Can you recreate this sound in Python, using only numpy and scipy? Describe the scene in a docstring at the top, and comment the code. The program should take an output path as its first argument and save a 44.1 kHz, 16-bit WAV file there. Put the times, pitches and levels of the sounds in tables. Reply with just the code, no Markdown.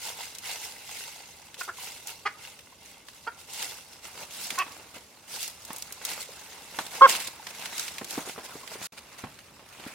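"""From the start, bare feet crush dry leaf litter, snapping twigs, over a faint forest hiss.
From 1.6 s a hen, carried by hand, gives short squawks and soft clucks: her throat, mouth and beak
filter the harmonics of the syrinx, and the trees scatter back a thin echo. Near 4 s the feet come
close and begin to thud on the ground. At 7 s comes the sixth squawk, the nearest and loudest.
The level dips briefly near 8.9 s, and the steps go on to the end."""
import sys
import numpy as np
from scipy import signal
from scipy.fft import rfft, irfft, next_fast_len
from scipy.io import wavfile
from scipy.ndimage import uniform_filter1d, map_coordinates

SR = 44100
rng = np.random.default_rng(int(sys.argv[2]) if len(sys.argv) > 2 else 0)


def unload_audio(sound):
    """Save the sound as a 16-bit wav file, at the path given as the first command line argument."""
    columns = np.transpose(np.atleast_2d(sound))
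    # keep every value between -1 and 1, then stretch to whole-number steps
    steps = np.round(np.clip(columns, -1, 1) * 32767)
    wavfile.write(sys.argv[1], SR, steps.astype(np.int16))


N = 438354

# Vocal gestures: (time [s], length [s], lead-in [s], opening pitch [Hz], middle pitch [Hz],
# closing pitch [Hz], level [dB], fade [dB], opening throat resonance [Hz],
# closing throat resonance [Hz], open beak's gain [dB], roughness [0-1])
SQUAWK_GESTURES = [(1.609, 0.014, 0.0025, 380, 353, 352, -29, 2.5, 1380, 1420, -13, 0.2),
                   (1.678, 0.027, 0.013, 439, 368, 337, -29, 5.5, 980, 1570, -32, 0.15),
                   (2.253, 0.03, 0.0063, 383, 420.7, 388.5, -24.5, 3.5, 1080, 1250, -4, 0.52),
                   (3.267, 0.029, 0.0072, 422, 465.5, 459, -29, 2, 1150, 1400, -30, 0.27),
                   (4.577, 0.056, 0.008, 347, 389.3, 350, -24, 3, 1117, 1077, -6, 0.19),
                   (7.01, 0.06, 0.0088, 532, 542, 533, -6, 3.5, 1050, 1297, -30.5, 0.14)]
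# The hen's posture in each squawk: (throat sharpness [Q], mouth gain [dB], beak resonance [Hz],
# left over right [dB], left ear's lead [s], echo gain [dB])
SQUAWK_POSTURES = [(11, -20, 2500, -1.5, .00003, -9.5), (8.2, -13, 2100, -.7, 0.000043, -9),
                   (2.9, -11, 2000, -1.5, 0.000038, -6.5), (6.8, -6, 2650, -3.3, 0.000022, -8),
                   (19, -15, 2600, -2.5, 0.000029, -9.5), (5.9, -7.5, 3250, -2, 0.00011, -18)]
# Colour of the voice's overtones: (frequency [Hz], gain [dB])
VOICE_COLOUR = [(350, -4), (550, -1.5), (850, 1), (1400, 2), (1650, 3), (1900, 5), (2600, 2.5), (3400, 4),
                (3750, -10), (4050, -4), (4400, 3), (4900, 8), (6000, -4), (9000, -7), (14000, -26)]
# Closed-beak clucks: (time [s], pitch [Hz], level [dB])
CLUCKS = [(1.591, 487, -48), (1.787, 1030, -41.5), (2.727, 1020, -51), (6.293, 500, -40.5), (7.4, 875, -41),
          (8.636, 1040, -41.5)]
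# Steps and shuffles in the litter: (time [s], attack [s], decay [s], relative level [dB],
# crunch offset [dB], scuff offset [dB])
STEPS = [(-0.06, 0.12, 0.1, -42, -0.5, -5), (0.163, 0.042, 0.11, -46, 1.5, -3),
         (0.397, 0.11, 0.089, -40.0, 1, -5.5), (0.573, 0.064, 0.07, -42.0, -4, -7),
         (0.77, 0.21, 0.15, -44.5, -1, -12), (1.192, 0.083, 0.19, -63, 1, -15),
         (1.573, 0.033, 0.049, -41, -3.5, -9), (1.726, 0.11, 0.14, -43.5, -1.5, -7),
         (2.058, 0.026, 0.062, -44, -2.5, -5), (2.36, 0.095, 0.085, -50.5, 1.5, -4.5),
         (2.769, 0.13, 0.048, -54.5, 1.5, -7), (3.038, 0.049, 0.34, -59, 0, -6),
         (3.372, 0.021, 0.056, -52.5, -8, -15), (3.454, 0.18, 0.11, -40, -3, -6),
         (3.52, 0.015, 0.015, -47, -5.0, -8), (3.899, 0.022, 0.052, -54.5, 0, -1),
         (4.014, 0.035, 0.12, -49.5, 0.5, -2.5), (4.101, 0.13, 0.025, -46, -1, -1),
         (4.257, 0.19, 0.078, -41, -3, -7), (4.432, 0.12, 0.11, -48, 3, -1),
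         (4.93, 0.031, 0.031, -51.0, 5, -1.0), (5.262, 0.102, 0.028, -40, -4.5, -7.0),
         (5.343, 0.092, 0.054, -40, -3, -10), (5.518, 0.22, 0.23, -51.5, -6, -5),
         (5.992, 0.12, 0.07, -40.0, 1.5, -3.5), (6.181, 0.03, 0.025, -40, -4, -9.0),
         (6.684, 0.11, 0.13, -46.5, -0.5, -1.5), (6.875, 0.087, 0.16, -45, 2.5, 1),
         (7.062, 0.035, 0.071, -30.0, 1.5, -4), (7.185, 0.022, 0.033, -38.5, 3, -5),
         (7.266, 0.011, 0.009, -41.5, 0.0, -1), (7.39, 0.12, 0.013, -48, -0.5, -11),
         (7.487, 0.18, 0.022, -46.5, 4, -0.5), (7.653, 0.15, 0.11, -40.5, -0.5, -6.5),
         (8.048, 0.086, 0.11, -42, -2, -5), (8.172, 0.015, 0.036, -50.5, 2, 14),
         (8.244, 0.05, 0.027, -42.5, -1, -6), (8.37, 0.012, 0.031, -63, -3.5, 10.5),
         (8.426, 0.034, 0.008, -44.5, -2, -3), (8.49, 0.05, 0.046, -52.0, -9, 6.5),
         (8.643, 0.097, 0.036, -46.5, 1.5, 1), (8.765, 0.092, 0.034, -42.0, -1.0, -5),
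         (8.907, 0.217, 0.16, -59.5, 5.5, 1), (8.968, 0.014, 0.01, -46, 4.5, -5),
         (9.161, 0.025, 1, -60, 4.5, 2.5), (9.172, 0.02, 0.016, -50, 6, 0.0),
         (9.61, 0.25, 0.55, -56.5, 7.5, 3.5)]
# Faint rustle between steps: (time [s], relative level [dB])
RUSTLE = [(0.0, -55.5), (1.1, -54), (1.5, -58.5), (2.7, -62), (3.9, -62.5), (4.75, -54.5), (5.15, -62.5),
          (6.4, -52.5), (7.4, -56), (8.6, -54), (9.5, -69.5), (9.94, -59)]
# Approach of the feet: (time [s], closeness [0 far to 1 near])
CLOSENESS = [(0, 0.026), (3.6, 0.097), (4.4, 0.79), (5.7, 0.48), (7.2, 0.5), (8.2, 0.77), (9.94, 1)]
# Spectra of breaking leaves and of scuffed litter, far and near: (frequency [Hz], relative level [dB])
LEAF_SPECTRUM = [(880, -21), (1500, -3), (1810, -2), (2100, 9), (2380, 0.5), (2710, 8), (3080, 0.5),
                 (3360, 1.5), (4610, -4), (4990, -4.5), (5400, -6), (11100, -12.5), (15800, -19)]
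LEAF_NEAR_SPECTRUM = [(820, -37), (1400, -1.5), (2370, 3), (3250, -3.5), (6150, -8.5), (11300, -6),
                      (15800, -20)]
SCUFF_FAR_SPECTRUM = [(100, -24.5), (280, -25.5), (450, -1), (620, -6), (790, 3.5), (950, 3), (1150, -8.5),
                      (1450, -2), (1700, -8), (2200, -33), (4000, -48)]
SCUFF_NEAR_SPECTRUM = [(30, -23), (80, -13.5), (170, -2), (300, -2.5), (450, -2), (900, 1), (1300, -1),
                       (1800, -10), (4000, -31)]
# Snapping twigs: (time [s], relative level [dB], centre frequency [Hz])
TWIG_SNAPS = [(0.0706, -28.5, 2590), (0.09, -27, 3330), (0.35, -29, 4730), (0.384, -28, 4630),
              (1.5426, -31, 2890), (2.071, -24, 6500), (2.5898, -36, 2830), (3.0844, -32, 1980),
              (3.534, -28, 6000), (3.625, -20, 3530), (4.504, -18.5, 2700), (4.587, -18, 5470),
              (5.4286, -21.5, 5500), (5.477, -24, 7250), (5.65, -29.5, 7000), (5.7299, -26.5, 10300),
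              (5.762, -26, 6960), (5.7823, -28, 10940), (5.822, -22.5, 5250), (5.9235, -25, 7300),
              (6.05, -16.5, 5580), (6.7871, -16, 1050), (6.8648, -27, 3280), (7.0944, -14, 6710),
              (7.1497, -19, 2170), (7.2737, -24.5, 4600), (7.468, -24.5, 1900), (7.656, -22.5, 2790),
              (7.7795, -21, 4670), (7.795, -17, 4140), (7.8795, -23.5, 2880), (7.982, -23, 2600),
              (8.044, -26, 4500), (8.107, -23, 4720), (8.153, -29, 1100), (8.6755, -28.5, 2300),
              (9.3882, -36.5, 2420)]
# Impacts on the ground: (time [s], relative knock level [dB], frequency [Hz], relative body level [dB])
GROUND_IMPACTS = [(4.525, -39.5, 810, -42), (4.963, -41, 500, -44), (5.703, -28, 910, -37.5),
                  (6.786, -21.5, 767, -36), (6.808, -38, 1000, -41), (8.011, -26, 262, -56),
                  (8.176, -19, 287, -34), (8.271, -31, 412, -59), (8.378, -31, 434, -45),
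                  (8.452, -42, 1010, -56), (8.552, -34.5, 436, -45), (8.714, -32, 625, -54),
                  (8.753, -32.5, 406, -56.5), (9.237, -27.5, 188, -35), (9.864, -36, 259, -33.5)]
# Reverberation among the trees: (frequency [Hz], time to fall 60 dB [s])
REVERB_TIMES = [(200, 0.16), (1400, 0.71), (4000, .5), (12000, 0.44)]
# Canopy air before its low-pass: (frequency [Hz], relative level [dB])
AIR_SPECTRUM = [(15, -51), (25, -20), (70, -0.5), (261, -4), (371, -6), (654, -3.5), (749, -20),
                (1150, -3.5), (1510, -44), (1730, -19.5), (3050, -39), (4690, -18.5), (5370, -28),
                (11400, -25), (15800, -30)]
# Width of diffuse sound: (frequency [Hz], side over mid [dB])
STEREO_WIDTH = [(60, -14), (110, -13.5), (200, -11), (380, -9), (700, -11), (1290, -6), (2380, -5.5),
                (4400, -2), (8120, 0.5), (15000, 0.5)]

SQUAWK_MARGIN_S = 0.001  # room at either end of a squawk for its fades


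def hen():
    """Direct and reflected sound: each squawk and cluck is followed by its echo from the trees."""
    out = np.zeros((2, N))
    for row, (q, mouth_db, beak_hz, lean_db, lead_s, echo_db) in zip(SQUAWK_GESTURES, SQUAWK_POSTURES):
        call = squawk(row, q, mouth_db, beak_hz)
        add(out, row[0] - SQUAWK_MARGIN_S, point_source(call, lean_db, lead_s))
        add(out, row[0], amp(echo_db) * tree_echo(call))
    t = np.arange(-SR // 50, SR // 50) / SR
    for time, hz, db in CLUCKS:
        call = cluck(t, hz, db)
        add(out, time + t[0], call * pan(lean_db=-1.2))
        add(out, time + t[0], amp(-7) * tree_echo(call))
    return out


def squawk(row, q, mouth_db, beak_hz, jitter=0.063, flutter=0.65, rasp=0.98, mouth_hz=1640):
    """Source and filter: the syrinx gives harmonics and pulsed air, and the vocal tract shapes both."""
    start, length = row[:2]
    t = np.arange(start - SQUAWK_MARGIN_S, start + length + SQUAWK_MARGIN_S, 1 / SR)
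    n = len(t)
    pitch, level_db, throat_hz, beak_db, rough = gesture(row, t)
    phase = 2 * np.pi * np.cumsum(pitch * (1 + jitter * rough * wobble(900, n))) / SR
    harmonic = np.arange(1, 29)[:, None]

    def tract(f, centre_hz, opening_db):
        """Throat, mouth and beak resonances add in power; the last two grow as the beak opens."""
        throat = resonance(f, centre_hz, q) * centre_hz / (1j * f + 30)
        throat /= np.sqrt(1 + (f / (1.2 * centre_hz)) ** 10)
        mouth = amp(mouth_db + opening_db / 2) * resonance(f, mouth_hz, 2.1)
        mouth *= resonance(f, mouth_hz, 0.47)
        beak = amp(opening_db) * resonance(f, beak_hz, 1.1 * q)
        magnitude = np.sqrt(abs(throat) ** 2 + abs(mouth) ** 2 + abs(beak) ** 2)
        return magnitude * np.exp(1j * np.angle(throat)) * amp(along(VOICE_COLOUR, f))

    gains = tract(harmonic * pitch, throat_hz, beak_db)
    # uneven membrane closures shake every harmonic, and the high ones come and go
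    gains *= 1 + flutter * rough * np.array([wobble(439, n) for _ in harmonic])
    flicker_db = 4.6 * np.clip(harmonic * pitch / 2000 - .7, 0, 1)
    gains *= amp(flicker_db * np.array([wobble(80, n) for _ in harmonic]))
    gains /= np.linalg.norm(gains, axis=0)
    tone = np.sqrt(2) * np.real(gains * np.exp(1j * harmonic * phase)).sum(0)
    # air rushes through once a cycle, loudest between throat and mouth
    puffs = rng.standard_normal(n) * (1 + np.cos(phase))
    air = filtered(puffs, lambda f: tract(f, throat_hz.mean(), beak_db.mean()) * resonance(f, 1480, 7.1))
    voice = (tone + rasp * rough * unit(air)) / np.sqrt(1 + rough ** 2)
    ramp = np.clip(np.minimum(t - t[0], t[-1] - t) / 0.0019, 0, 1)
    return voice * amp(level_db) * np.sin(np.pi / 2 * ramp) ** 2


def gesture(row, t, turn_share=0.43, release_share=0.224, catch_s=0.0029, settle_s=0.0048):
    """Breath-driven oscillation: it starts rough, catches, settles, then sags as the breath gives out."""
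    start, length, lead_in, open_hz, middle_hz, close_hz, db, fade_db = row[:8]
    throat_open_hz, throat_close_hz, beak_db, roughness = row[8:]
    sag_hz_per_s, lead_in_db, release_db, edge_roughness, shut_db = 8300, -9.5, -12, 0.66, -14.5
    age = np.clip(t - start, 0, length)
    progress, held = age / length, 1 - release_share
    dying = np.clip((progress - held) / release_share, 0, 1)
    pitch = np.interp(progress, [0, turn_share, held], [open_hz, middle_hz, close_hz])
    pitch -= sag_hz_per_s * length * release_share * dying
    level_db = db + np.interp(age, [lead_in - catch_s, lead_in, length], [lead_in_db, 0, -fade_db])
    level_db += release_db * dying
    unsettled = np.maximum(np.interp(age, [lead_in, lead_in + settle_s], [1, 0]), dying)
    rough = roughness + (edge_roughness - roughness) * unsettled
    shut = np.interp(progress, [0, 0.71, 1], [1, 0, 1]) ** 2  # the beak opens and closes once
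    throat_hz = throat_open_hz + (throat_close_hz - throat_open_hz) * progress
    return pitch, level_db, throat_hz, beak_db + shut_db * shut, rough


def cluck(t, hz, db, width_s=0.0034):
    """A Gaussian tone pulse: with the beak closed, the voice is nearly pure and falls in pitch."""
    phase = 2 * np.pi * hz * (t - 4 * t ** 2)
    envelope = amp(db) * np.exp(-(t / width_s) ** 2)
    return envelope * np.sqrt(2) * (np.sin(phase) + .15 * np.sin(2 * phase))


def leaves(split_hz=4800, crackle_db=5, crunch_db=-0.5, scuff_db=0.5):
    """Fracture noise: leaf edges crackle, leaves crunch, packed litter scuffs; hollow far, full near."""
    t = np.arange(N) / SR
    near = np.interp(t, *np.transpose(CLOSENESS))
    by_distance = lambda distant, close: np.sqrt(1 - near) * distant + np.sqrt(near) * close
    treble_share = lambda hz: 1 / (1 + (split_hz / (hz + 1)) ** 6)
    breaks = fractures(per_s=380, spread_db=2.5, life_s=0.0018, floor=0.37)
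    folds = fractures(per_s=220, spread_db=5.0, life_s=0.0019, floor=0.35) * amp(-0.15 * wobble(30, N))
    crackle = grainy(breaks, LEAF_SPECTRUM, lambda hz: np.sqrt(treble_share(hz)))
    crunch = by_distance(*[
        grainy(np.hypot(breaks, folds), spectrum, lambda hz: np.sqrt(1 - treble_share(hz)))
        for spectrum in (LEAF_SPECTRUM, LEAF_NEAR_SPECTRUM)])
    scuff = by_distance(grainy(folds, SCUFF_FAR_SPECTRUM), grainy(folds, SCUFF_NEAR_SPECTRUM))
    layers = zip((crackle, crunch, scuff), (crackle_db, crunch_db, scuff_db), tread(t, near))
    return sum(layer * amp(db) * gain for layer, db, gain in layers)


def tread(t, near):
    """Incoherent sources add in power: each step raises crackle, crunch and scuff, then they settle."""
    rustle_db = np.interp(t, *np.transpose(RUSTLE))
    power = amp([rustle_db, rustle_db + 1.2 + 0.5 * near, rustle_db - 3 + 7 * near]) ** 2
    for start, attack, decay, db, crunch_db, scuff_db in STEPS:
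        load = np.clip((t - start) / attack, 0, 1) * np.exp(-np.maximum(t - start - attack, 0) / decay)
        power += np.outer(amp([db, db + crunch_db, db + scuff_db]) ** 2, load ** 2)
    return np.sqrt(power)


def fractures(per_s, spread_db, life_s, floor, tail_s=0.033):
    """A Poisson process: the envelope of tiny breaks, a few large, each with a sharp decay and a fainter,
    slower tail."""
    sizes = amp(spread_db * np.minimum(rng.exponential(size=N), 4))
    impulses = sizes * (rng.random(N) < per_s / SR)
    fade = lambda seconds: signal.lfilter([1 / seconds], [1, -np.exp(-1 / (seconds * SR))], impulses ** 2)
    energy = fade(life_s) + fade(tail_s)
    return unit(np.sqrt(energy / energy.mean() + floor))


def twigs(crack_t60_s=0.026, shake_t60_s=0.13):
    """Brittle fracture: each twig cracks, splinters for a moment and shakes the leaves on it."""
    out, t = np.zeros((2, N)), np.arange(SR // 10) / SR
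    tearing = 1 - np.exp(-t / .0008)  # the fibres give way one after another
    decay = amp(-60 * t / crack_t60_s) + .1 * amp(-60 * t / shake_t60_s)
    for start, db, hz in TWIG_SNAPS:
        splinters = amp(2 * wobble(900, len(t)))
        burst = rng.standard_normal((2, len(t))) * decay * splinters * tearing
        crack = diffuse(filtered(burst, lambda f: resonance(f, hz, 0.99) * resonance(f, hz, 0.1)))
        add(out, start, amp(db - 21) * unit(crack))
    return out


def thuds(rise_s=0.0044, body_rise_s=0.0023, body_hz=225, grit_db=-9, gain_db=1.5):
    """Damped impact: feet and sticks on soft ground give a push, a dull puff and a spray of grit."""
    out, t = np.zeros((2, N)), np.arange(SR // 8) / SR
    swell = lambda seconds: (t / seconds) ** 2 * np.exp(2 - 2 * t / seconds)
    grit_band = lambda f: amp(grit_db) * resonance(f, 610, 0.45) ** 2
    for start, db, hz, body_db in GROUND_IMPACTS:
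        spray = 0.51 * amp(-60 * t / 0.25)
        noise = rng.standard_normal((2, len(t)))
        grains = noise * (swell(rise_s) + spray * amp(0.79 * wobble(280, len(t))))
        puff = diffuse(filtered(grains, lambda f: resonance(f, hz, 1) * resonance(f, hz, 0.2) + grit_band(f)))
        knock = puff / np.abs(puff).max() + .5 * swell(rise_s) * np.sin(2 * np.pi * hz * t)
        body = amp(body_db) * swell(body_rise_s) * np.sin(2 * np.pi * body_hz * t)
        add(out, start, amp(gain_db) * (amp(db) * knock / np.abs(knock).max() + body))
    return out


def tree_echo(sound):
    """Scattering: trunks and foliage return a diffuse tail that dies at its own rate in each band."""
    hz, t, spectra = signal.stft(rng.standard_normal((2, SR * 2 // 3)), SR, nperseg=256)
    decay = amp(-60 * t / along(REVERB_TIMES, hz)[:, None])
    early = 1 + 6.1 * np.exp(-t / 0.017)  # the ground and near stems answer first
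    tail = diffuse(signal.istft(spectra * decay * early, SR, nperseg=256)[1])
    tail = np.pad(tail / np.linalg.norm(tail[0]), ((0, 0), (SR // 250, 0)))  # 4 ms late
    return signal.fftconvolve(sound[None], tail, axes=1)


def forest(cutoff_hz=900):
    """Broadband flow noise: distant air in the canopy rumbles and hisses, drifting slowly in level."""
    air = grainy(1, AIR_SPECTRUM, lambda hz: 1 / np.sqrt(1 + (hz / cutoff_hz) ** 2), patchy_db=-0.9)
    return amp(-60.5 + 0.81 * wobble(3.4, N)) * air


def grainy(envelope, spectrum, band=lambda hz: 1, patchy_db=2.5):
    """Modulated stereo noise of rms 1, in which random patches of frequency stand out for a moment."""
    spectra = signal.stft(rng.standard_normal((2, N)), nperseg=256)[2]
    patches = uniform_filter1d(rng.standard_normal(spectra.shape[1:]), size=3, axis=0)
    patches = uniform_filter1d(patches, size=6, axis=1)
    pair = signal.istft(spectra * amp(patchy_db * unit(patches)), nperseg=256)[1][:, :N]
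    return unit(diffuse(filtered(pair * envelope, lambda hz: amp(along(spectrum, hz)) * band(hz))))


def point_source(sound, lean_db, lead_s):
    """Interaural differences: the sound is louder in one ear and a little earlier in the left."""
    shift_s = np.array([[lead_s], [-lead_s]]) / 2
    return pan(lean_db) * filtered(sound, lambda hz: np.exp(2j * np.pi * hz * shift_s))


def diffuse(pair):
    """Coherence falls with frequency: the bass is alike in both ears, the treble unrelated."""
    mid, side = pair[0], filtered(pair[1], lambda hz: amp(along(STEREO_WIDTH, hz)))
    return np.array([mid + side, mid - side]) * pan(lean_db=-1.2)


def pan(lean_db):
    """Left and right gains for an interaural level difference."""
    return amp([[lean_db / 2], [-lean_db / 2]])


def resonance(hz, centre, q):
    """Second-order band-pass resonance with gain 1 at its centre."""
    return 1 / (1 + 1j * q * (hz / centre - centre / (hz + 1e-6)))


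def filtered(x, response):
    """Linear filtering: the spectrum is multiplied by a frequency response."""
    n = x.shape[-1]
    padded = next_fast_len(n + SR // 10)
    return irfft(rfft(x, padded) * response(np.fft.rfftfreq(padded, 1 / SR)), padded)[..., :n]


def wobble(rate, size):
    """Smooth random modulation: a spline through rate knots a second."""
    return map_coordinates(rng.standard_normal(int(size * rate / SR) + 4), [np.arange(size) * rate / SR])


def along(points, hz):
    """Interpolation of (frequency [Hz], value) points on a logarithmic axis."""
    frequencies, values = np.transpose(points)
    return np.interp(np.log(hz + 1), np.log(frequencies + 1), values)


def amp(db):
    """Decibels to amplitude ratio."""
    return 10 ** (np.asarray(db) / 20)


def unit(x):
    """Normalisation to rms 1."""
    return x / np.sqrt(np.mean(x ** 2) + 1e-20)


def add(track, start_s, sound):
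    """Superposition of a sound on the track."""
    start = max(0, round(start_s * SR))
    part = track[..., start:start + sound.shape[-1]]
    part += sound[..., :part.shape[-1]]


def scene():
    """Superposition: the pressures of the hen, the footsteps and the forest air add."""
    return hen() + leaves() + twigs() + thuds() + forest()


def record(dry, ceiling=0.97, dip_start_s=8.871, dip_end_s=8.922, dip_db=-35, top_hz=15950):
    """Saturation rounds the loudest peaks, the level dips briefly, and a low-pass limits the band."""
    rounded = dry / (1 + (dry / ceiling) ** 12) ** (1 / 12)
    t = np.arange(N) / SR
    dip = uniform_filter1d(1.0 * ((t > dip_start_s) & (t < dip_end_s)), size=100)
    return filtered(rounded * (1 - dip * (1 - amp(dip_db))), lambda hz: hz < top_hz)


dry = scene()
out = record(dry)
unload_audio(out)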